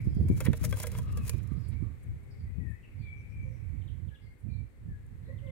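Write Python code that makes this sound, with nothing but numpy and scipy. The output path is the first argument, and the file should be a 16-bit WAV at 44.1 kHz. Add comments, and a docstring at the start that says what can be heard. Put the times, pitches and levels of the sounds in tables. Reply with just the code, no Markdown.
"""First you hear wind thumping on the two ports (openings) of a microphone, in turn, with faint songbirds.
A quail scratches through dry litter and scrambles up a wooden ramp: its claws tick and scrape,
and each step makes the wood ring. From about two seconds on, it only stirs the bedding in its hutch.
Songbirds and a dove keep calling from the gardens around: gliding tones with a short echo.
The wind is low noise that swells with each gust; scrapes and rustles are bursts of crackly noise."""
import sys
import numpy as np
from scipy import signal
from scipy.fft import rfft, irfft, next_fast_len
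from scipy.io import wavfile
from scipy.ndimage import uniform_filter1d, map_coordinates

SR = 44100
rng = np.random.default_rng(int(sys.argv[2]) if len(sys.argv) > 2 else 0)


def to_wav(s):
    """Save 16-bit WAV."""
    ch = np.atleast_2d(s).T  # columns
    pcm = np.round(np.clip(ch, -1, 1) * 32767)  # PCM
    wavfile.write(sys.argv[1], SR, pcm.astype(np.int16))


N = 242989  # samples, about 5.5 seconds

# Levels in the tables are relative: the functions turn whole layers up or down.
# A fade time is how long a sound takes to drop by 60 dB.

# Gusts on each port, and how rough the air is. Each row: time in seconds, level in dB.
GUSTS_LEFT = [(0.0, -38), (0.34, -27), (0.46, -40), (0.74, -26), (0.84, -54), (0.96, -33.5), (1.22, -28.5),
              (1.42, -59), (2.02, -49), (2.1, -30), (2.2, -47.5), (2.72, -33.5), (2.77, -51.5),
              (3.41, -41.5), (3.63, -65), (4.23, -78), (4.29, -49), (4.47, -77), (4.93, -38.5), (5.11, -57),
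              (5.27, -47), (5.51, -63)]
GUSTS_RIGHT = [(0.0, -29.5), (0.079, -27.5), (0.141, -33), (0.2, -24.5), (0.4, -26.5), (0.5, -23.5),
               (0.56, -34.5), (1.84, -28), (2.02, -48), (2.16, -37.5), (2.28, -56), (2.459, -30),
               (2.52, -59), (2.85, -56.9), (2.95, -39), (3.23, -41), (3.29, -64), (3.37, -37),
               (4.072, -31.5), (4.19, -55), (4.25, -42.5), (4.392, -64), (4.452, -30), (4.629, -33),
               (4.71, -62.7), (4.911, -31.5), (4.97, -50.5), (5.51, -32)]
ROUGHNESS = [(0, 6), (1.85, -0.5), (2.6, -1), (4, -8.5), (5.51, -2)]
# Small swirls of air that hit a port.
# Each row: time in seconds, peak in dB, width in seconds, port (0 is left, 1 is right).
SWIRLS = [(0.073, -6, 0.0015, 1), (0.169, -11.5, 0.0014, 1), (0.205, -5, 0.0028, 1),
          (0.302, -5.5, 0.0011, 0), (0.313, -11, 0.001, 0), (.485, -2.5, 0.0012, 1), (.615, -11, 0.0016, 0),
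          (1.342, -10.5, 0.0023, 1), (1.519, -16.5, 0.0015, 1), (1.826, -15, 0.0015, 1),
          (2.584, -13.5, 0.0022, 0), (4.457, -29.5, 0.0018, 1)]
# The wind's deep rumble and its finer churning. Each row: frequency in Hz, level in dB.
RUMBLE_TONE = [(20, -41), (35, -6), (55, 1), (110, 0.5), (160, -14.5), (250, -25), (400, -43), (800, -56),
               (2000, -93)]
CHURN_TONE = [(60, -4.5), (150, 12), (290, -2.5), (400, -10.5), (700, -31), (1500, -48.5), (5000, -68),
              (12000, -89)]

# Outdoor hush and a blur of far birds. Each row: time in seconds, level in dB.
HUSH_LEVEL = [(0, -66.5), (1.7, -68), (2.7, -70.5), (3.8, -69.5), (4.3, -72.5), (5.1, -71.5), (5.51, -69)]
CHORUS_LEVEL = [(0, -45.5), (.6, -88), (1.3, -68), (1.8, -57.5), (2.5, -61), (3, -55.5), (3.7, -53),
                (4.1, -68.5), (5.51, -83)]
# The tone of those two, and of a far rumble. Each row: frequency in Hz, level in dB.
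HUSH_TONE = [(120, -36.5), (200, -3), (525, -11), (607, -19), (1330, -21.5), (2090, -14.5), (2850, -25.5),
             (4260, -33), (5110, -37.5), (6710, -35), (8200, -28.5), (10600, -41.5), (13900, -35.5),
             (15500, -41)]
CHORUS_TONE = [(1200, -45), (1750, -11), (2230, 9.5), (2500, 0), (2900, -15), (4500, -43)]
FAR_RUMBLE_TONE = [(20, -11), (45, 5.5), (70, -15.5), (150, -18), (400, -49), (1000, -61)]

# Mellow songbird whistles and dove coos. Each row: start in seconds, length in seconds,
# first pitch in Hz, last pitch in Hz, level in dB, hoarseness (waver as a share of the pitch).
WHISTLE_NOTES = [(0, 0.11, 2270, 2320, -82, 0.016), (.1, 0.29, 3280, 3230, -80, .008),
                 (.245, 0.14, 2164, 2300, -63, 0.0235), (1.07, .1, 2670, 2840, -71.5, 0.031),
                 (1.17, 0.19, 2620, 2400, -64, 0.017), (1.67, 0.16, 2130, 2285, -69.5, 0.039),
                 (2.18, 0.22, 2208, 2130, -76, 0.0077), (2.42, 0.43, 2420, 2570, -78.5, 0.0045),
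                 (2.455, 0.022, 2113, 1953, -63.5, .006), (2.59, 0.15, 1990, 1755, -62, 0.0054),
                 (2.71, 0.078, 1780, 2030, -65, 0.018), (3.02, 0.069, 2410, 2310, -59.5, .008),
                 (3.05, 0.097, 2256, 2320, -56.5, 0.0087), (3.15, .11, 2303, 2356, -62.5, .03),
                 (3.3, 0.147, 2415, 2290, -62.5, 0.021), (4.1, .07, 1780, 1648, -71.5, 0.026),
                 (4.21, 0.09, 2093, 2135, -67, .004), (4.48, .12, 2420, 2307, -68.5, 0.015),
                 (4.88, 0.084, 1780, 1658, -71, 0.03), (5.26, 0.1, 1900, 2016, -65.5, 0.023),
                 (5.42, 0.088, 2040, 2149, -63.5, 0.016)]
DOVE_NOTES = [(2.15, 0.28, 423.3, 402.5, -74, 0.036), (2.54, 0.12, 414, 421, -71, 0.018),
              (3.42, .12, 498, 515, -72, 0.044), (5.275, 0.035, 456, 561, -61, 0.098),
              (5.42, 0.081, 556, 521, -62.5, 0.032)]
# Thin, raspy twitters. Each row: start in seconds, length in seconds, middle pitch in Hz, level in dB.
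TWITTER_NOTES = [(0, 0.28, 4870, -74.5), (1.53, 0.19, 4800, -75), (2.304, 0.023, 4810, -69.5),
                 (2.389, 0.023, 4880, -72), (2.827, 0.034, 2690, -64), (2.979, 0.068, 4290, -74.5),
                 (3.009, .09, 3450, -75.5), (3.163, 0.066, 5800, -81), (3.28, .06, 5680, -82),
                 (3.39, 0.14, 6030, -85), (3.489, .13, 5600, -83), (4.205, .1, 4550, -80),
                 (4.49, 0.1, 4090, -74.5), (5.218, .08, 4010, -79)]
# Sharp chips, sung in pairs. Each row: start in seconds, level in dB.
CHIP_NOTES = [(3.81, -71.5), (3.873, -65), (4.077, -70.5), (4.144, -64.5), (5.375, -69.5), (5.463, -67)]
# A far bird's trills. Each row: start in seconds, end in seconds, chirps per second, level in dB.
TRILLS = [(0.966, 1.26, 33.4, -62), (1.382, 1.638, 24, -68.5), (1.78, 1.883, 27, -61)]
# The garden's echo. Each row: frequency in Hz, fade time in seconds.
ECHO_FADE = [(300, 0.2), (2000, 0.5), (6000, 0.31), (14000, 0.21)]

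# Litter rustling underfoot, and feet shuffling between steps. Each row: time in seconds, level in dB.
LITTER_LEVEL = [(0, -71), (.22, -76), (.33, -61), (.49, -68), (.79, -54.5), (.83, -53), (.96, -68),
                (1.2, -65), (1.46, -71.5), (1.9, -81)]
SHUFFLE_LEVEL = [(.22, -78), (.42, -59.5), (.52, -62.5), (.85, -58.5), (1.25, -64.5), (1.7, -71)]
# Claws landing. Each row: start in seconds, tick level in dB, knock level in dB, fade time in seconds.
CLAW_HITS = [(.284, -40, -47, 0.05), (.375, -38, -48, 0.024), (.404, -24.5, -29, 0.036),
             (0.4647, -34, -34.5, 0.026), (0.5312, -33.5, -37.5, 0.03), (.639, -36, -34, 0.054),
             (0.6483, -24, -48, 0.042), (0.726, -30.5, -29, 0.019), (0.7693, -34.5, -39.5, 0.041),
             (0.8002, -24, -37.5, 0.032), (.8375, -49, -28.5, 0.033), (0.8683, -26.5, -39, 0.04),
             (0.9166, -33, -48, .036), (0.9494, -42, -39, 0.024), (.985, -31, -37, 0.03),
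             (1.172, -33, -38.5, 0.039), (1.279, -28, -50, 0.027), (1.2941, -18, -43, .026),
             (1.3335, -43, -48, 0.024), (1.474, -47, -74, .021)]
# The tones the wooden ramp rings with. Each row: frequency in Hz, level in dB, fade time in seconds.
RAMP_TONES = [(462.3, -5, 0.19), (516, -0.5, 0.075), (607, -4, 0.07), (986, -4.5, 0.044),
              (1233, -5.5, 0.03), (1360, -7.5, 0.02), (1605, -10.5, 0.066), (2070, -5, 0.016),
              (2146, -0.5, 0.019), (2587, -5, 0.026), (3310, -7.5, 0.049)]
# Claws slipping, whole feet scuffing, and bedding stirring.
# Each row: time of the peak in seconds, level in dB, rise in seconds, fall in seconds.
CLAW_SLIPS = [(.385, -50, 0.017, 0.0087), (0.453, -38, 0.0052, 0.0061), (.577, -47.5, 0.013, 0.0032),
              (0.652, -35.5, 0.013, 0.0064), (0.711, -46, 0.0014, 0.0046), (0.789, -45, 0.016, 0.012),
              (0.835, -34.5, 0.011, 0.0025), (0.87, -48, 0.0016, 0.01), (0.984, -48.5, 0.019, 0.0062),
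              (1.128, -52, 0.0038, 0.0017), (1.284, -44.5, 0.026, 0.0057)]
FOOT_SCUFFS = [(.408, -46, 0.0029, 0.009), (.467, -34.5, 0.0068, 0.0073), (.5335, -33.5, 0.001, 0.0037),
               (.647, -49.5, 0.018, 0.0074), (.728, -52.5, .0012, 0.01), (.839, -48.5, 0.002, 0.012),
               (.985, -57, 0.035, 0.011), (1.297, -50.5, 0.0017, 0.0051)]
BEDDING_STIRS = [(1.687, -60.5, 0.0041, 0.013), (2.033, -63.5, .003, 0.0085), (2.233, -73, 0.0018, 0.0068),
                 (2.71, -72.5, 0.021, 0.028), (4.4, -76, .012, 0.029), (5.064, -68.5, 0.0011, 0.0032)]
# The tone of claws and litter, shuffles, scuffs and bedding. Each row: frequency in Hz, level in dB.
CLAW_TONE = [(300, -22), (1000, -25), (2200, 0), (4000, -8), (7000, 0), (10500, -3), (13000, -5.5),
             (16000, -2.5)]
SHUFFLE_TONE = [(200, -15), (470, 1), (750, -11.5), (1100, -9.5), (2200, -6), (4500, -15), (12000, -45)]
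SCUFF_TONE = [(300, 1), (600, -8.5), (1100, 2), (2100, 4.5), (2900, -4), (4000, -11), (8000, -62)]
BEDDING_TONE = [(1500, -37), (5500, -25), (7500, -1), (9500, 0), (11500, -9), (15000, -14)]

# How each port colours sound. Each row: frequency in Hz, gain in dB.
LEFT_TONE = [(400, 1), (1200, 2), (2300, 0), (3300, -3), (4400, -3), (7800, -7), (8800, 1.5), (10200, 6),
             (15000, 1)]
RIGHT_TONE = [(400, 1), (1200, -2), (2300, -8), (3300, -1.5), (4400, 3), (7800, 0.5), (8600, -5),
              (9500, -4.5), (15000, -2.5)]
# Sound arriving from ahead. Each row: frequency in Hz, how far the left port leads in radians.
LEFT_LEAD = [(400, 0), (1400, 1.02), (2200, 0.2), (3500, 2.07), (4600, -4), (8000, -5), (10000, -8.5),
             (15000, -2)]


def amp(db):
    """Turn decibels into a number to multiply by."""
    return 10 ** (np.asarray(db) / 20)


def unit(x):
    """Scale a signal to an average strength (rms) of 1."""
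    return x / np.sqrt(np.mean(x ** 2) + 1e-20)


def along(points, hz):
    """Read a frequency table between its rows, on a log scale."""
    freqs, values = np.transpose(points)
    return np.interp(np.log(hz + 1), np.log(freqs + 1), values)


def curve(rows):
    """Join the rows of a time table with straight lines, one value per sample."""
    return np.interp(np.arange(N) / SR, *np.transpose(rows))


def wobble(rate, size=N):
    """A smooth curve through `rate` random values per second."""
    points = rng.standard_normal(int(size * rate / SR) + 4)
    return map_coordinates(points, [np.arange(size) * rate / SR])


def filtered(x, response):
    """Multiply each frequency in x by response(hz)."""
    size = next_fast_len(N + SR // 2)
    return irfft(rfft(x, size) * response(np.fft.rfftfreq(size, 1 / SR)), size)[..., :N]


def coloured(x, tone):
    """Shape x with a tone table, then scale it to strength 1."""
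    return unit(filtered(x, lambda hz: amp(along(tone, hz))))


def noise(tone):
    """Steady noise with the given tone."""
    return coloured(rng.standard_normal(N), tone)


def noise_pair(tone):
    """A separate noise for each port."""
    return np.array([noise(tone), noise(tone)])


def grit(tone, spiky_db):
    """Dry crackle with grains of uneven size; scattering makes it differ at the two ports."""
    grains = rng.standard_normal(N) + rng.standard_normal((2, N))
    return coloured(grains * amp(spiky_db * np.minimum(wobble(1100), 2)), tone)


def strokes(rows):
    """A loudness curve of short strokes that swell and die away."""
    t = np.arange(N) / SR
    return sum(amp(db) * np.exp(-np.maximum((s - t) / rise, (t - s) / fall))
               for s, db, rise, fall in rows)


def add(track, start, x):
    """Mix x into the track, beginning at `start` seconds."""
    part = track[max(round(start * SR), 0):][:len(x)]
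    part += x[:len(part)]


def from_left(x, lag_s):
    """Make a sound reach the left port first and the right port lag_s later."""
    return filtered(x, lambda hz: np.exp(1j * np.pi * hz * lag_s * np.array([[1], [-1]])))


def wind(flutter_db=2, churn_growth=1.88, low_cut_hz=58):
    """Gusts rumble on each port and churn more as they grow; swirls thump and ring in the bass filter."""
    t = np.arange(N) / SR
    gust_db = np.array([curve(rows) + flutter_db * wobble(14) for rows in (GUSTS_LEFT, GUSTS_RIGHT)])
    rumble = noise_pair(RUMBLE_TONE)
    power = np.abs(uniform_filter1d(rumble ** 2, size=1800))
    rumble /= np.sqrt(power + 0.015)  # even it out, so the gust sets the strength
    ports = amp(gust_db - 0.12) * rumble
    churn_db = -47 + churn_growth * (gust_db + 28)
    churn = amp(churn_db + curve(ROUGHNESS) + 4.2 * wobble(45))
    for s, db, width, port in SWIRLS:
        ports[int(port)] -= amp(db - 2) * np.exp(-((t - s) / width) ** 2)
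        churn[int(port)] += strokes([(s, db - 22, 0.0046, 0.025)])  # rough air around the swirl
    ports += churn * noise_pair(CHURN_TONE)
    low_cut = signal.butter(N=4, Wn=low_cut_hz, btype="high", fs=SR, output="sos")
    return signal.sosfilt(low_cut, ports)


def background():
    """Outdoor hush, a blur of far birdsong and a faint rumble, all made of noise."""
    hush = amp(curve(HUSH_LEVEL) + 6.5) * noise_pair(HUSH_TONE)
    chorus = amp(curve(CHORUS_LEVEL) - 14 + 2.4 * wobble(10)) * noise_pair(CHORUS_TONE)
    return hush + chorus + amp(-59) * noise(FAR_RUMBLE_TONE)


def whistles(notes, ease, flicker_db=-1.5, overtone_db=-56, waver_rate=467):
    """Almost pure notes that swell and glide; an ease above 1 slows the glide towards its end."""
    track = np.zeros(N)
    for start, length, first_hz, last_hz, db, hoarse in notes:
        progress = np.linspace(0, 1, int(length * SR))
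        pitch = last_hz + (first_hz - last_hz) * (1 - progress) ** ease
        pitch *= 1 + hoarse * wobble(waver_rate, len(pitch))  # a fast waver sounds hoarse
        phase = 2 * np.pi * np.cumsum(pitch) / SR
        flicker = amp(flicker_db * wobble(50.5, len(pitch)))
        swell = unit(np.sqrt(np.abs(np.sin(np.pi * progress))) * flicker)
        add(track, start, amp(db) * swell * (np.sin(phase) + amp(overtone_db) * np.sin(2 * phase)))
    return track


def songbirds(sag=0.04, twitter_hoarse=0.06, chip_s=0.024, chip_hz=(4000, 2650), chip_hoarse=0.022):
    """Three voices: mellow whistles, raspy twitters that sag in pitch, and chips that all fall alike."""
    twitters = [(s, length, hz * (1 + sag), hz * (1 - sag), db, twitter_hoarse)
                for s, length, hz, db in TWITTER_NOTES]
    chips = [(s, chip_s, *chip_hz, db, chip_hoarse) for s, db in CHIP_NOTES]
    song = whistles(WHISTLE_NOTES, ease=1.776) + whistles(chips, ease=1.28)
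    song += whistles(twitters, ease=0.84, flicker_db=3)
    # distance dulls the high notes
    return filtered(song, lambda hz: amp(along([(2600, 2), (3500, -0.5), (5000, -2)], hz)))


def garden_echo(x):
    """Fences and trees scatter sound into a fading wash, different at each port."""
    hz, t, spectrum = signal.stft(rng.standard_normal((2, SR)), SR, nperseg=256)
    fade = amp(-60 * t / along(ECHO_FADE, hz)[:, None])
    tail = signal.istft(spectrum * fade, SR, nperseg=256)[1]
    return signal.fftconvolve(x[None], tail / np.linalg.norm(tail[0]), axes=1)[:, :N]


def litter_and_shuffle():
    """Dry litter crackles and feet shuffle on the board until the quail is inside."""
    outside = curve([(1.7, 1), (2, 0)])
    litter_db = curve(LITTER_LEVEL) - 5 + 8.3 * np.minimum(wobble(59.55), 1.3)
    litter = amp(litter_db) * grit(CLAW_TONE, spiky_db=5.5)
    shuffle = amp(curve(SHUFFLE_LEVEL) + 4.1 * wobble(40.13)) * noise(SHUFFLE_TONE)
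    return outside * (litter + shuffle)


def claw_steps():
    """Each claw snaps on the ramp and skids briefly, making the wood ring a little differently."""
    ticks, knocks = np.zeros((2, N))
    t = np.arange(SR // 2) / SR
    hz, tone_db, ring_s = np.transpose(RAMP_TONES)[:, :, None]
    for start, tick_db, knock_db, skid_s in CLAW_HITS:
        strength, detune, phase = rng.standard_normal((3, len(RAMP_TONES), 1))
        waves = np.sin(2 * np.pi * (hz * (1 + 0.014 * detune) * t + phase))
        ring = (amp(tone_db + 1.8 * strength - 60 * t / ring_s) * waves).sum(0)
        snap = 0.4 * amp(-60 * t / 0.005)
        attack = 1 - np.exp(-t / 0.0005)
        contact = attack * (snap + amp(-60 * t / skid_s))
        skid = contact * rng.standard_normal(len(t))
        knock = signal.fftconvolve(ring, skid / np.linalg.norm(skid))  # the skid shakes the wood
        add(knocks, start, amp(knock_db - 7) * knock)
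        add(ticks, start, amp(tick_db - 8.5) * contact)
    return knocks + ticks * grit(CLAW_TONE, spiky_db=0.5)


def scrapes():
    """Slipping claws give a bright scratch; whole feet give a duller scuff."""
    slips = strokes(CLAW_SLIPS)
    rubbing = strokes(FOOT_SCUFFS) + amp(-17) * slips  # every slip also shakes the board
    board = rubbing * noise(SCUFF_TONE) * amp(2.9 * wobble(500))
    return board + slips * grit(CLAW_TONE, spiky_db=3.5)


def bird_trill(top_hz=1450, bottom_hz=900, fade_s=0.092):
    """A far bird rattles off quick runs of falling chirps."""
    t, track = np.arange(N) / SR, np.zeros(N)
    for start, end, rate, db in TRILLS:
        progress = ((t - start) * rate + 0.11 * wobble(12)) % 1  # from 0 to 1 in each chirp
        pitch = (top_hz + (bottom_hz - top_hz) * progress) * (1 + 0.0404 * wobble(300))
        chirps = np.sin(np.pi * progress) ** 2 * np.sin(2 * np.pi * np.cumsum(pitch) / SR)
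        fade = np.clip(np.minimum(t - start, end - t) / fade_s, 0, 1)
        track += amp(db) * fade * chirps
    return track


def bedding():
    """Shavings in the hutch stir with a soft, high rustle."""
    return strokes(BEDDING_STIRS) * grit(BEDDING_TONE, spiky_db=2.5)


def dove():
    """A dove coos: low gliding notes with a soft overtone an octave up."""
    return whistles(DOVE_NOTES, ease=1.7, overtone_db=-18, waver_rate=172)


def scene():
    """Wind on the microphone, the quail close ahead, and far birds heard largely through their echoes."""
    quail = claw_steps() + litter_and_shuffle() + scrapes() + bedding()
    near = filtered(quail, lambda hz: np.exp(0.5j * along(LEFT_LEAD, hz) * np.array([[1], [-1]])))
    near += amp(-16) * garden_echo(quail[0])
    song, coos, trill = songbirds(), dove(), bird_trill()
    birds = from_left(amp(1.5) * song + trill, lag_s=0.00034) + amp(2) * coos
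    echoes = amp(2) * garden_echo(song) + amp(7.5) * garden_echo(coos + trill)
    return near + birds + echoes + background() + wind()


def record(dry, top_hz=15900):
    """Each port colours the sound in its own way; nothing above top_hz gets through."""
    t = np.arange(N) / SR
    fade = np.minimum(np.minimum(t, t[::-1]) / 0.004, 1)  # avoids a click at either end
    return filtered(dry * fade,
                    lambda hz: amp([along(LEFT_TONE, hz), along(RIGHT_TONE, hz)]) * (hz < top_hz))


dry = scene()
out = record(dry)
to_wav(out)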